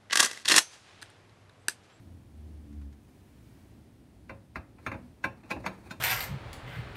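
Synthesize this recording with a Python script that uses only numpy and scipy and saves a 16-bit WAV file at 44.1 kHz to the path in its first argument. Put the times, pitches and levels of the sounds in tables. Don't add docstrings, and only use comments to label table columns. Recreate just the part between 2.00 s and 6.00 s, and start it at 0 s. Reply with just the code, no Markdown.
import sys
import numpy as np
from scipy import signal
from scipy.fft import rfft, irfft
from scipy.io import wavfile
from scipy.ndimage import uniform_filter1d

SR = 44100
rng = np.random.default_rng(int(sys.argv[2]) if len(sys.argv) > 2 else 0)


def transcribe(signal):
    frames = np.atleast_2d(signal).T
    limited = np.clip(frames, -1, 1)
    pcm = np.round(limited * 32767).astype(np.int16)
    wavfile.write(sys.argv[1], SR, pcm)


N = 176400
T = np.arange(N) / SR


def notch_drops():
    # start_s, boom_db, thud_db, body_db, clack_db, tick_db, ring_db, snap_db,
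    # beam_hz, base_hz, contact_s, scrape_db
    landings = [ (2.2945, -43.5, -42, -44.5, -39, -58.5, -47, -44, 2130, 594, 0.0029, -61),
                (2.5565, -38.5, -40, -42.5, -33.5, -50.5, -43.5, -30.5, 1690, 588, 0.0014, -56),
                (2.784, -56, -60, -57.5, -62.5, -77, -61, -58, 1310, 640, .001, -82),
                (2.8632, -38, -39, -40, -28, -44.5, -39, -23.5, 1624, 250, 0.0012, -53),
                (2.915, -46, -37, -47, -34.5, -56, -42, -32, 1696, 277, 0.0022, -65),
                (2.942, -41, -43.5, -45, -44.5, -66, -57, -53, 1460, 190, 0.0016, -65),
                (3.2402, -40, -34.5, -35, -28.5, -41.5, -29.5, -15, 1597, 303, 0.0013, -48),
                (3.432, -62, -53, -62.5, -56, -69, -60, -59, 2620, 248, 0.0024, -78),
                (3.505, -43, -42.5, -39, -46, -43.5, -39, -47, 2500, 249, 0.0023, -47.5),
                (3.511, -42, -35, -42, -32.5, -40.5, -36, -45, 2440, 270, 0.003, -43),
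                (3.562, -40.5, -38.5, -41.5, -46, -79, -62, -26, 270, 263, .003, -74),
                (3.640, -49, -42, -38, -38, -70, -53, -58, 890, 250, 0.011, -59),
                (3.6615, -45.5, -39, -36.5, -28.5, -39.5, -34, -21, 902, 190, 0.0018, -41),
                (3.9085, -65, -41, -59, -40.5, -43, -41, -26.5, 1496, 188, 0.0026, -46.5)]
    # pitch_hz, level_db, fade_s
    beam_tones = [(841.4, -2.5, 0.21), (897, -9, 0.27), (1050.5, 4.5, 0.16), (1360, 0.5, 0.088),
                  (1496, -0.5, 0.075), (1613, -4.5, 0.16), (2028, 5.5, 0.061), (2324, 3, .12),
                  (2520, 0.5, 0.13), (2693, -4, 0.18), (3620, -13.5, 0.18), (4040, -10.5, 0.078),
                  (4600, -23, 0.13), (12500, -25, .11)]
    # pitch_hz, level_db, fade_s
    base_tones = [(188.4, -9.5, 0.38), (248.7, -8, 0.45), (312, -6.5, 0.21), (508.3, -11.5, 0.32),
                  (551.7, -9, 0.35), (638.2, -4, 0.19)]
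    # pitch_hz, level_db
    scrape_colour = [(500, 0), (1200, 0), (2500, -3), (3100, -9), (4200, -11.5), (6800, -13), (8000, -21),
                     (15000, -29)]
    out, scrape_level = np.zeros(N), np.zeros(N)
    t = T[:SR // 2]
    for start_s, *frame_db, ring_db, snap_db, beam_hz, base_hz, contact_s, scrape_db in landings:
        thud_db = frame_db[1]
        snap_level = undb(snap_db) * rise(t, 0.00093) * fade(t, 0.023)
        snap = snap_level * np.sin(2 * np.pi * beam_hz * t)
        beam = undb(ring_db) * ring(t, beam_tones, beam_hz)
        base = undb(thud_db + 3.5) * rise(t, 0.0013) * ring(t, base_tones, base_hz)
        add(out, start_s, rise(t, contact_s / 2) * (snap + beam + base + frame(t, frame_db)))
        scrape_level += undb(scrape_db) * np.exp(-np.abs(T - start_s) / 0.0056)
    return out + scrape_level * noise(scrape_colour)


def ring(t, tones, favoured_hz):
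    favour_db, favour_octaves, scatter_db = 6.5, 0.14, 2.5
    hz, db, fade_s = np.repeat(tones, 2, axis=0).T[:, :, None]
    nearness = np.exp(-(np.log2(hz / favoured_hz) / favour_octaves) ** 2)
    gain = undb(db + favour_db * (nearness - 1) + scatter_db * rng.standard_normal(hz.shape))
    hz = hz * (1 + 0.0059 * rng.standard_normal(hz.shape))
    waves = np.sin(np.float32(2 * np.pi * (hz * t + rng.random(hz.shape))))
    return np.sum(gain * fade(t, fade_s) * waves, axis=0) / np.sqrt(2)


def frame(t, levels_db):
    # low_hz, high_hz, which_level (rounded: 0 boom, 1 thud, 2 body, 3 clack, 4 tick),
    # level_db, rise_s, fade_s, echo_db, echo_fade_s
    bands = [ (58, 122, 0, -1.5, 0.0069, 0.34, -11, 0.47), (125, 370, 1, 0.5, .006, 0.14, -13, 0.62),
             (363, 1007, 2.5, 1, 0.0031, 0.098, -9, 0.34), (930, 1825, 3, -1, 0.00057, 0.07, -15.5, 0.31),
             (1820, 2554, 3, -3.5, 0.00029, .062, -19.5, 0.33),
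             (2660, 3100, 4, -7.5, .001, 0.081, -13, 0.32),
             (3500, 4560, 4, -1.5, 0.0018, 0.091, -20.5, 0.31),
             (4950, 7100, 4, -5.5, 0.00077, 0.071, -19.5, 0.35),
             (7360, 10900, 4, -11, .001, 0.061, -11, 0.18), (11000, 14800, 4, -16, .001, 0.084, -16, 0.25)]
    out = 0
    for low_hz, high_hz, which_level, db, rise_s, fade_s, echo_db, echo_fade_s in bands:
        echo = undb(echo_db) * fade(t, echo_fade_s)
        shape = rise(t, rise_s) * np.hypot(fade(t, fade_s), echo)
        gain = undb(levels_db[int(round(which_level))] + db)
        out = out + gain * shape * rattle(low_hz, high_hz, len(t))
    return out


def rattle(low_hz, high_hz, size):
    clink_db, clink_width_hz, treble_hz = 8.5, 90, 3500
    hz = np.arange(size // 2 + 1) * SR / size
    bumps = np.interp(hz / clink_width_hz, np.arange(1024), rng.standard_normal(1024))
    clinks = undb(clink_db * np.minimum(hz / treble_hz, 1) * bumps)
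    band = 1 / np.sqrt((1 + (hz / high_hz) ** 50) * (1 + (low_hz / (hz + 1)) ** 30))
    x = irfft(rfft(rng.standard_normal(size)) * band * clinks, size)
    span = int(SR * max(.008, 4 / (high_hz - low_hz)))
    strength = np.sqrt(uniform_filter1d(x ** 2, span) + 1e-18)
    return x / strength


def slide():
    # time_s, level_db
    levels = [(2.7, -102), (2.82, -63), (3.1, -80), (3.4, -69), (3.6, -59), (3.78, -61.5), (3.88, -60.5),
              (4.0, -68)]
    # pitch_hz, level_db
    colour = [(300, 10), (900, 3.5), (1900, -3.5), (2550, -1), (2900, -29), (3800, -11), (4300, -9),
              (5000, -17), (7500, -19.5), (9200, -15), (11000, -24), (15000, -26)]
    return noise(colour) * undb(curve(levels) + 3.5 * wander(rate_hz=90))


def drone():
    # time_s, pitch_hz, low_tone_db, overtones_db
    course = [(0, 86, -61, -84), (.09, 86.07, -48.5, -77), (.17, 85, -50.5, -67), (.21, 83.4, -81, -64),
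              (.3, 78.06, -62, -76), (.38, 77.23, -45.5, -69), (.5, 75.1, -48, -57.5),
              (.6, 73.85, -45, -75), (.66, 72.47, -53.5, -55), (.72, 72.4, -47, -49), (.79, 72, -39, -52),
              (.87, 70.6, -41, -54), (.94, 72.3, -53, -61), (1.05, 71.2, -78, -63)]
    # pitch_multiple, level_db
    overtones = [(2, -9), (3, -2), (4, -5), (5, -23)]
    pitch_wobble, flutter_db = 0.011, 1.5
    pitch_hz = curve(course) * (1 + pitch_wobble * wander(rate_hz=30))
    phase = 2 * np.pi * np.cumsum(pitch_hz) / SR
    low = undb(curve(course, column=2) + flutter_db * wander(24.7)) * np.sin(phase)
    upper = sum(undb(db + flutter_db * wander(20)) * np.sin(round(k) * phase) for k, db in overtones)
    ending = fade(np.maximum(T - course[-1][0], 0), 0.84)
    return np.sqrt(2) * (low + undb(curve(course, column=3)) * upper) * ending


def ticks():
    # start_s, level_db
    events = [(.728, -65.5), (.815, -64), (0.927, -62.5)]
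    # pitch_hz, level_db
    colour = [(900, 0), (1800, -1.5), (3500, -8), (6500, -9), (9000, -20), (15000, -26)]
    level = sum(undb(db) * (T >= start_s) * fade(np.abs(T - start_s), 0.079) for start_s, db in events)
    return noise(colour) * level


def sleeve():
    # time_s, level_db
    levels = [(.6, -87), (1.1, -73), (1.35, -72), (1.6, -70.5), (1.8, -81), (2.2, -92)]
    # pitch_hz, level_db
    colour = [(400, -12), (1800, 2), (4000, -6.5), (8000, -9), (15000, -10.5)]
    return noise(colour) * undb(curve(levels))


def ventilation():
    # pitch_hz, level_db
    colour = [(40, -10.5), (60, -1.5), (110, -0.5), (145, -7.5), (245, -6), (330, -10.5), (450, -19.5),
              (700, -22), (1200, -30), (2200, -33), (4500, -38), (7500, -42.5), (8900, -39), (11000, -43),
              (15500, -47.5)]
    level_db, waver_db = -55, 1.14
    return noise(colour) * undb(level_db + waver_db * wander(rate_hz=5.78))


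def undb(db):
    return 10 ** (np.asarray(db) / 20)


def fade(t, fade_s):
    return np.exp(-np.log(1000) * t / fade_s)


def rise(t, rise_s):
    return 1 - np.exp(-t / max(rise_s, 1e-5))


def curve(rows, column=1):
    rows = np.array(rows)
    return np.interp(T, rows[:, 0], rows[:, column])


def wander(rate_hz):
    span = int(SR / rate_hz)
    steps = np.repeat(rng.standard_normal(N // span + 1), span)
    drift = uniform_filter1d(uniform_filter1d(steps, span), span)[:N]
    return drift / drift.std()


def noise(colour):
    points_hz, db = np.array(colour).T
    hz = np.maximum(np.arange(N // 2 + 1) * SR / N, 1)
    gain = undb(np.interp(np.log(hz), np.log(points_hz), db))
    bass_cut = np.minimum(hz / points_hz[0], 1) ** 4
    x = irfft(rfft(rng.standard_normal(N)) * gain * bass_cut, N)
    return x / x.std()


def add(out, start_s, x):
    i = int(start_s * SR)
    out[i:i + len(x)] += x[:N - i]


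def scene():
    return (notch_drops() + ticks() + ventilation() + sleeve() + slide() + drone())[None]


def record(dry):
    top_hz = 15700
    return signal.sosfilt(signal.ellip(10, .2, 70, top_hz, fs=SR, output="sos"), dry)


dry = scene()
out = record(dry)
transcribe(out)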